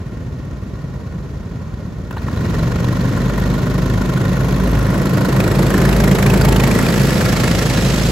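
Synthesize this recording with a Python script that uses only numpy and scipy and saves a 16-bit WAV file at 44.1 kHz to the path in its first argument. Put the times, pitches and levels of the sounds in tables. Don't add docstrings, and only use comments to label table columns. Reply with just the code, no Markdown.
import sys
import numpy as np
from scipy import signal
from scipy.fft import rfft, irfft, next_fast_len
from scipy.io import wavfile
from scipy.ndimage import uniform_filter1d

SR = 44100
rng = np.random.default_rng(int(sys.argv[2]) if len(sys.argv) > 2 else 0)


def store_wav(level_fs):
    pcm = np.round(np.clip(np.atleast_2d(level_fs), -1, 1) * 32767)
    wavfile.write(sys.argv[1], SR, pcm.T.astype(np.int16))


N = 357651
FFT_SIZE = next_fast_len(N + 8192, True)
T, HZ = np.arange(N) / SR, np.fft.rfftfreq(FFT_SIZE, 1 / SR)
FLAG_S = 2.096

LEADER_BEAT_S, CHASER_BEAT_S = 5.7058, 7.4042
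LEADER_PATH, CHASER_PATH = (6.425, 2.27), (7.47, 2.95)  # pass_s, closest_m
# time_s, firing_hz
LEADER_RATE = [(2.1, 16.27), (2.25, 20.82), (2.6, 22.89), (3, 24.26), (4.2, 25.59), (4.8, 26.46),
               (5.2, 25.83), (5.55, 26.63), (6.1, 26.9), (6.6, 26.66), (7, 26.1)]
CHASER_RATE = [(2.1, 17.9), (2.4, 22.5), (3.1, 25.45), (4, 26.2), (4.8, 26.68), (5.4, 27.2), (6.1, 27.88),
               (6.6, 27.68), (7.4, 26.92)]
# throttle_s, idle_firing_hz, loaded_firing_hz, pass_s, closest_m
OTHER_KARTS = [(2.15, 19.6, 24.3, 7, 6.2), (2.25, 15.3, 27.4, 7.48, 3.9), (2.3, 22.4, 26.1, 8.64, 2.1),
               (2.2, 18.3, 24.4, 7.9, 4.84), (2.35, 27, 25.3, 7.94, 5.5), (2.499, 20.7, 36, 9.5, 4.0)]
def pack(creep_hz_per_s=.15, wander=.012, falloff=0.65, others_db=2.0, screen_db=-4.5, close_thump_db=-3):
    karts = [(curve(LEADER_RATE), LEADER_BEAT_S, distance(*LEADER_PATH), True),
             (curve(CHASER_RATE), CHASER_BEAT_S, distance(*CHASER_PATH), True)]
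    for go_s, idle_hz, loaded_hz, pass_s, lane_m in OTHER_KARTS:
        creep_hz = creep_hz_per_s * (np.maximum(T - go_s, 0) - 2)
        rate = spin_up(go_s, idle_hz, loaded_hz) + creep_hz
        karts.append((rate, rng.random(), distance(pass_s, lane_m), False))
    thumps = ticks = barks = rasps = hiss = cranks = 0
    for rate, beat_s, metres, close in karts:
        gain = metres ** -falloff
        if close:
            thump, tick, bark, rasp, crank = engine(rate, beat_s, 0, bark_floor=0.34, rasp_floor=0.12)
            thump = thump * amp(close_thump_db)
            bark, rasp = ground_reflection(bark, metres), ground_reflection(rasp, metres)
            cranks += gain * crank
            in_view = gain
        else:
            thump, tick, bark, rasp, _ = engine(rate, beat_s, wander, bark_floor=0.62, rasp_floor=0.3)
            gain = gain * amp(others_db)
            in_view = gain * amp(screen_db)
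        thumps += gain * thump
        ticks += in_view ** 1.44 * tick
        barks += gain * bark
        rasps += in_view * rasp
        hiss += in_view ** 3.2 * rasp
    return thumps, ticks, barks, rasps, hiss, cranks


def engine(rate, beat_s, wander, bark_floor, rasp_floor, uneven_db=1.5, jitter_s=.0002,
           valve_s=0.0062, jet_s=0.0056, jet_lead_s=0.0049, tick_s=0.00065, tick_spread_db=5.5,
           scatter=0.48, scatter_s=0.039, thump_lead_s=0.004115):
    phase = cycles(rate * (1 + wander * drift(4)), beat_s)
    at = np.flatnonzero(np.diff(np.floor(phase)) > 0)
    force, late, tick_force, tick_late = rng.standard_normal((400, 4))[:len(at)].T
    at = np.clip(at + (late * jitter_s * SR).astype(int), 0, N - 1)
    tick_at = np.clip(at + (tick_late * .003 * SR).astype(int), 0, N - 1)
    firings, ticks = np.zeros((2, N))
    firings[at] = evened(amp(uneven_db * force))
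    ticks[tick_at] = amp(tick_spread_db * tick_force)
    idle_floor = np.interp(T, [2.1, 2.5], [0.82, 0])
    t = np.arange(-2048, 2049) / SR
    play = lambda train, shape: signal.oaconvolve(train, shape, "same")
    valve = np.exp(-.5 * (t / valve_s) ** 2)
    bark = (bark_floor + idle_floor + play(firings, valve)) * rng.standard_normal((2, N))
    bark[0] += 0.78 * play(firings, valve * rng.standard_normal(len(t)))
    age = np.maximum(t + jet_lead_s, 0) / jet_s
    jet = 0.69 * np.sqrt(age) * np.exp(-.5 * age ** 2)
    valve_tick = 0.33 * (t >= 0) * np.exp(-abs(t) / tick_s)
    rasp_envelope = rasp_floor + 0.24 * idle_floor + play(firings, jet) + play(ticks, valve_tick)
    after = t + thump_lead_s
    pulse = (after > 0) * np.exp(-abs(after) / scatter_s) * rng.standard_normal(len(t))
    pulse *= scatter / np.linalg.norm(pulse)
    pulse[np.argmin(abs(after))] += 1
    rasp = rasp_envelope * rng.standard_normal((2, N))
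    crank = np.sin(2 * np.pi * 2 * phase)
    return play(firings, pulse), ticks, bark, rasp, crank


def spin_up(go_s, idle_hz, loaded_hz, lag_s=.38):
    return loaded_hz + (idle_hz - loaded_hz) * np.exp(-np.maximum(T - go_s, 0) / lag_s)


def throttle(opening_s=0.52):
    return np.sin(np.pi / 2 * np.clip((T - FLAG_S) / opening_s, 0, 1))


# frequency_hz, gain_db
PIPE_RESPONSE = [(25, -31.5), (45, -10), (60, -4.5), (108, -2), (134, 1.5), (160, 0.5), (188, 1.5),
                 (215, -2.5), (255, -6.5), (320, -18), (450, -21), (800, -34.5), (2000, -79)]
# idle_db, load_lift_db, pass_lift_db, peak_s, approach_s, leave_s
THUMP_LEVEL = (-25.5, 6.5, 5, 6.5, 0.7, 1)
def exhaust_pipe(thumps, bass_db=9, bass_hz=68, honk_db=5.0, honk_hz=225, honk_s=0.63, echo_s=0.059):
    log_gain = np.log(amp(spectrum(PIPE_RESPONSE)))
    minimum_phase = -signal.hilbert(np.r_[log_gain, log_gain[-2:0:-1]]).imag[:len(HZ)]
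    mid = colour(thumps, np.exp(log_gain + 1j * minimum_phase))
    idling = np.interp(T, [2.1, 3.1], [1, 0])
    rounder = colour(mid, amp(bass_db / (1 + ((HZ - bass_hz) / 42) ** 4)))
    mid = idling * rounder + (1 - idling) * mid
    honk = colour(mid, amp(honk_db / (1 + ((HZ - honk_hz) / 50) ** 4)))
    mid = mid + (honk - mid) / (1 + ((T - LEADER_PATH[0]) / honk_s) ** 4)
    side = amp(-16) * colour(mid, np.minimum(HZ / 150, 3) * np.exp(-2j * np.pi * HZ * echo_s))
    return levelled(np.array([mid + side, mid - side]), loudness(*THUMP_LEVEL))


# frequency_hz, gain_db
GAS_AHEAD = [(120, -28), (280, 7.5), (420, 6.5), (600, 3), (780, -6.5), (1500, -13.5), (2200, -18),
             (3000, -25), (5000, -30.5), (6800, -30), (8200, -39), (11500, -31), (14000, -34.5)]
GAS_BESIDE = [(120, -12.5), (280, 3), (420, 3), (600, 1), (780, -5), (1500, -9), (2200, -11.5),
              (3200, -17.5), (6500, -22), (11500, -21.5), (14000, -26.5)]
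# centre_hz, width_hz, lift_db
SILENCER_MODES = [(1044, 264, 10), (1434, 200, 10), (1856, 95, 10.5), (4170, 280, 1.5), (6670, 300, 0.5)]
# idle_db, load_lift_db, pass_lift_db, peak_s, approach_s, leave_s
BARK_LEVEL = (-38, 10, 8.5, 6, 1.34, 2.5)
RASP_LEVEL = (-50.5, 11.5, 11, 8, 2, 16)
def gas_noise(bark, rasp, turn_s=(4.9, 6.0), split_hz=2400, top_hz=8500):
    beside = np.interp(T, turn_s, [0, 1])
    lift_db = sum(db / (1 + (2 * (HZ - hz) / width) ** 2) for hz, width, db in SILENCER_MODES)
    ahead_gain, beside_gain = amp(spectrum(GAS_AHEAD) + lift_db), amp(spectrum(GAS_BESIDE))
    low_band = 1 / np.sqrt(1 + (HZ / split_hz) ** 8)
    high_band = np.sqrt(1 - low_band ** 2) / np.hypot(1, (HZ / top_hz) ** 3)
    out = 0
    for source, band, level in (bark, low_band, BARK_LEVEL), (rasp, high_band, RASP_LEVEL):
        gas = microphone_pair(source)
        heard = (1 - beside) * colour(gas, band * ahead_gain) + beside * colour(gas, band * beside_gain)
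        out += levelled(heard, loudness(*level))
    return out


# time_s, level_db
LEADER_CRACKS = [(2.1, -39.5), (3.9, -37.5), (4.6, -37.5), (5.2, -37), (5.801, -30.5), (6.3, -28.5),
                 (6.65, -29.5), (7.2, -34), (8.1, -43)]
CHASER_CRACKS = [(4.6, -40.5), (6.6, -44), (7.25, -33), (8.1, -35)]
# frequency_hz, gain_db
CRACK_AHEAD = [(300, -25), (560, 6), (780, -12), (1050, 9), (1240, -8), (1440, 2.5), (1650, -9),
               (1880, -2.5), (2100, -16.5), (3700, -17), (4200, -19.5), (4800, -30), (9000, -22)]
CRACK_BESIDE = [(300, -17), (800, 5.5), (1600, -1), (2300, -6), (3000, -5.5), (4200, -10.5), (7000, -11.5),
                (13000, -17)]
def cracks(rates, beat_s, levels, shield_gain, shield_hz=(4000, 5600), can_gain=3.6, can_hz=(1400, 2900),
           q=11, lead_s=0.0036, rise_s=0.0034, fall_s=0.0048, uneven_db=3.1, turn_s=(5.0, 5.9)):
    t, out = np.arange(1400) / SR, np.zeros((2, N))
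    envelope = (1 - np.exp(-t / rise_s)) * np.exp(-t / fall_s)
    ring = lambda gas, span_hz: signal.lfilter(*signal.iirpeak(rng.uniform(*span_hz), q, fs=SR), gas)
    phase = cycles(curve(rates), beat_s)
    for firing_s in T[1:][np.diff(np.floor(phase)) > 0]:
        gas = envelope * rng.standard_normal((2, len(t)))
        burst = evened(gas + can_gain * ring(gas, can_hz) + shield_gain * ring(gas, shield_hz))
        burst *= amp(uneven_db * rng.standard_normal())
        if firing_s > FLAG_S:
            add(out[0], firing_s - lead_s, burst[0])
            add(out[1], firing_s - lead_s, burst[1])
    stereo = microphone_pair(out)
    beside = np.interp(T, turn_s, [0, 1])
    heard = lambda response: evened(colour(stereo, amp(spectrum(response))))
    blend = np.sqrt(1 - beside) * heard(CRACK_AHEAD) + np.sqrt(beside) * heard(CRACK_BESIDE)
    return amp(curve(levels)) * blend


# firing_rate_multiple, gain_db
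DRONE_HARMONICS = [(4, -10), (5, -1.5), (7, -3)]
# time_s, level_db
LEADER_DRONE = [(3, -28.5), (4.5, -25), (6.5, -15.5), (7.1, -25)]
CHASER_DRONE = [(3.6, -22), (4.15, -21), (5.8, -21), (7.3, -24)]
def drone(rates, beat_s, levels):
    phase = cycles(curve(rates), beat_s)
    note = sum(amp(db) * harmonic(phase, k) for k, db in DRONE_HARMONICS)
    return throttle() * amp(curve(levels)) * note


# time_s, level_db
BOOM_LEVEL = [(2.35, -48.5), (2.6, -28), (2.85, -31), (3.05, -22), (4.4, -22.5), (4.8, -16.5), (5.05, -30),
              (5.95, -16), (6.2, -20), (6.55, -15), (6.78, -25), (7.5, -27), (8, -19)]
def crankshaft_boom(cranks):
    return throttle() * levelled(cranks[None], curve(BOOM_LEVEL), size=8000)


# time_s, centre_hz, level_db
HOWL_GLIDE = [(4.3, 250, -33), (5.7, 345, -26), (6.15, 405, -26), (6.6, 420, -30), (6.95, 500, -35),
              (7.6, 535, -35)]
def howl(width_hz=65):
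    time_s, hz, db = np.transpose(HOWL_GLIDE)
    centre_hz, rate = np.interp(T, time_s, hz), curve(LEADER_RATE)
    phase = cycles(rate, LEADER_BEAT_S)
    note = sum(harmonic(phase, k) / (1 + (2 * (k * rate - centre_hz) / width_hz) ** 2)
               for k in range(8, 23))
    return throttle() * amp(np.interp(T, time_s, db)) * note


# start_s, level_db
IDLE_THUDS = [(0.283, -15), (0.836, -26), (1.162, -11.5), (1.204, -15), (1.572, -22)]
# start_s, level_db, centre_hz, width_octaves, hiss_db
THROTTLE_POPS = [(2.111, -31, 1100, 1.0, -46), (2.171, -22, 590, 2.2, -46), (2.284, -25, 1050, 0.9, -55)]
def hard_firings(thud_hz=150, thud_s=0.0052, thud_trim_db=-4, pop_s=0.0022):
    out, t = np.zeros(N), np.arange(3000) / SR
    swell = lambda rise_s: t / rise_s * np.exp(1 - t / rise_s)
    for start_s, db in IDLE_THUDS:
        add(out, start_s - .003, amp(db + thud_trim_db) * swell(thud_s) * np.sin(2 * np.pi * thud_hz * t))
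    for start_s, db, hz, octaves, hiss_db in THROTTLE_POPS:
        noise = rng.standard_normal(len(t))
        band_hz = hz * 2 ** (octaves * np.array([-.5, .5]))
        body = evened(signal.lfilter(*signal.butter(2, band_hz, "band", fs=SR), noise))
        add(out, start_s - .002, swell(pop_s) * (amp(db) * body + amp(hiss_db) * noise))
    return out


# pitch_hz, gain_db, t60_s
COVER_MODES = [(1401, 6, 0.049), (1708, 5, 0.045), (1870, 2, 0.11), (2190, 0, 0.064), (4060, -4, 0.035),
               (5330, -10, 0.035), (6400, -9, 0.03)]
# idle_db, load_lift_db, pass_lift_db, peak_s, approach_s, leave_s
CLATTER_LEVEL = (-56.5, 11, 15, 7.5, 2, -0.5)
def cover_clatter(ticks, uneven_db=4, detune=0.035, covers=4):
    t, out, at = np.arange(4000) / SR, np.zeros((2, N)), np.flatnonzero(ticks)
    for cover in range(covers):
        knocks = at[cover::covers]
        for hz, db, t60_s in COVER_MODES:
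            spread_db = uneven_db * rng.standard_normal((1000, 2))[:len(knocks)].T
            blows = np.zeros((2, N))
            blows[:, knocks] = ticks[knocks] * amp(spread_db)
            tuned_hz = hz * (1 + detune * rng.uniform(-1.05, 1))
            ring = amp(db - 60 * t / t60_s) * np.sin(2 * np.pi * tuned_hz * t)
            out += signal.oaconvolve(blows, ring[None], axes=1)[:, :N]
    return levelled(out, loudness(*CLATTER_LEVEL))


# idle_db, load_lift_db, pass_lift_db, peak_s, approach_s, leave_s
INTAKE_LEVEL = (-66.5, 10.5, 21, 6.5, 1.92, 2.5)
def intake(hiss, from_hz=7600):
    high_pass = 1 / np.sqrt(1 + (from_hz / (HZ + 1)) ** 12)
    air = colour(microphone_pair(hiss), 1j * high_pass * amp(spectrum(GAS_BESIDE)))
    return levelled(air, loudness(*INTAKE_LEVEL))


def singing_part(peak_s=6.48, width_s=0.17, pitch_hz=891, level_db=-28.5, waver=0.006):
    envelope = amp(level_db) * np.exp(-((T - peak_s) / width_s) ** 2)
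    hz = pitch_hz * (1 + waver * drift(25))
    return envelope * np.sin(2 * np.pi * np.cumsum(hz) / SR)


# start_s, level_db, pitch_hz
METAL_TINKS = [(3.011, -32, 4246), (3.285, -35.5, 6470), (3.399, -35, 11900), (6.42, -21.5, 4695)]
def tinks(decay_s=0.0057, detune=0.064):
    out, t = np.zeros(N), np.arange(1200) / SR
    for start_s, db, hz in METAL_TINKS:
        ring = sum(np.sin(2 * np.pi * hz * (1 + detune * u) * t) for u in rng.uniform(-1, 1, size=4)) / 2
        add(out, start_s - .001, amp(db) * np.exp(-t / decay_s) * ring)
    return out


def distance(pass_s, lane_m, start_s=1.72, push_m_per_s2=1.41):
    along_m = .5 * push_m_per_s2 * (np.maximum(T - start_s, 0) ** 2 - (pass_s - start_s) ** 2)
    return np.hypot(lane_m, along_m)


def ground_reflection(x, metres, engine_height_m=0.392, mic_height_m=1.446, bounce=0.39):
    direct_m = np.hypot(metres, mic_height_m - engine_height_m)
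    reflected_m = np.hypot(metres, mic_height_m + engine_height_m)
    late_s = (reflected_m - direct_m) / 343
    return x + bounce * np.array([np.interp(T - late_s, T, channel) for channel in x])


# frequency_hz, coherence
MIC_COHERENCE = [(300, 0.99), (800, 0.49), (1700, 0.78), (2400, 0.2), (4000, 0.71), (6000, 0.28),
                 (8200, 0.92), (9400, 1), (10600, 0.93), (11700, 0.9), (13200, 0.62), (14300, .99),
                 (16000, 0.58)]
# frequency_hz, left_minus_right_db
MIC_BALANCE = [(600, -1.1), (1800, 1.1), (3200, -4.5), (6000, -7), (7500, -3.5), (8500, 0)]
# frequency_hz, left_lead_rad
MIC_PHASE = [(300, 0), (2400, -.8), (4800, -.4), (5700, .5), (6800, 0), (8000, .6), (8900, 3), (10100, 3.3),
             (11200, 6.2), (12600, 6.4), (13800, 9.3), (15100, 9.5), (16000, 11.5)]
def microphone_pair(x):
    coherence = np.clip(spectrum(MIC_COHERENCE), -1, 1)
    right = colour(x[0], coherence) + colour(x[1], np.sqrt(1 - coherence ** 2))
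    half = amp(spectrum(MIC_BALANCE) / 2) * np.exp(.5j * spectrum(MIC_PHASE))
    return np.array([colour(x[0], half), colour(right, 1 / half)])


def loudness(idle_db, load_db, pass_db, peak_s, approach_s, leave_s):
    away = (T - peak_s) / np.where(T < peak_s, approach_s, leave_s)
    return idle_db + throttle() * (load_db + pass_db / (1 + away ** 2))


def cycles(rate, beat_s):
    phase = np.cumsum(rate) / SR
    return phase - np.interp(beat_s, T, phase)


def harmonic(phase, k, waver_db=1.2):
    return np.sqrt(2) * amp(waver_db * drift(6)) * np.sin(2 * np.pi * (k * phase + rng.random()))


def amp(db):
    return 10 ** (np.asarray(db) / 20)


def evened(x):
    return x / np.sqrt(np.mean(x ** 2) + 1e-20)


def curve(rows):
    return np.interp(T, *np.transpose(rows))


def spectrum(rows):
    hz, value = np.transpose(rows)
    return np.interp(np.log(HZ + 1), np.log(np.sort(hz)), value)


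def colour(x, gain):
    return irfft(rfft(x, FFT_SIZE) * gain, FFT_SIZE)[..., :N]


def drift(rate_hz):
    return np.interp(T * rate_hz, np.arange(512), rng.standard_normal(512))


def levelled(x, db, size=9000):
    power = uniform_filter1d(uniform_filter1d(x.mean(0) ** 2, size=size), size=size)
    return x * amp(db) / np.sqrt(abs(power) + 1e-12)


def add(mix, start_s, sound):
    part = mix[max(round(start_s * SR), 0):][:len(sound)]
    part += sound[:len(part)]


def scene():
    thumps, ticks, bark, rasp, hiss, cranks = pack()
    leader = cracks(LEADER_RATE, LEADER_BEAT_S, LEADER_CRACKS, shield_gain=0.5)
    leader += drone(LEADER_RATE, LEADER_BEAT_S, LEADER_DRONE) + howl() + singing_part()
    chaser = cracks(CHASER_RATE, CHASER_BEAT_S, CHASER_CRACKS, shield_gain=7.0)
    chaser += drone(CHASER_RATE, CHASER_BEAT_S, CHASER_DRONE)
    engines = exhaust_pipe(thumps) + gas_noise(bark, rasp) + intake(hiss) + crankshaft_boom(cranks)
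    return engines + leader + chaser + cover_clatter(ticks) + hard_firings() + tinks()


def record(dry, ceiling=.97, cutoff_hz=15850):
    limited = dry / (1 + (dry / ceiling) ** 8) ** (1 / 8)
    low_pass = signal.firwin(511, cutoff_hz, window=("kaiser", 9), fs=SR)
    return signal.oaconvolve(limited, low_pass[None], "same")


dry = scene()
out = record(dry)
store_wav(out)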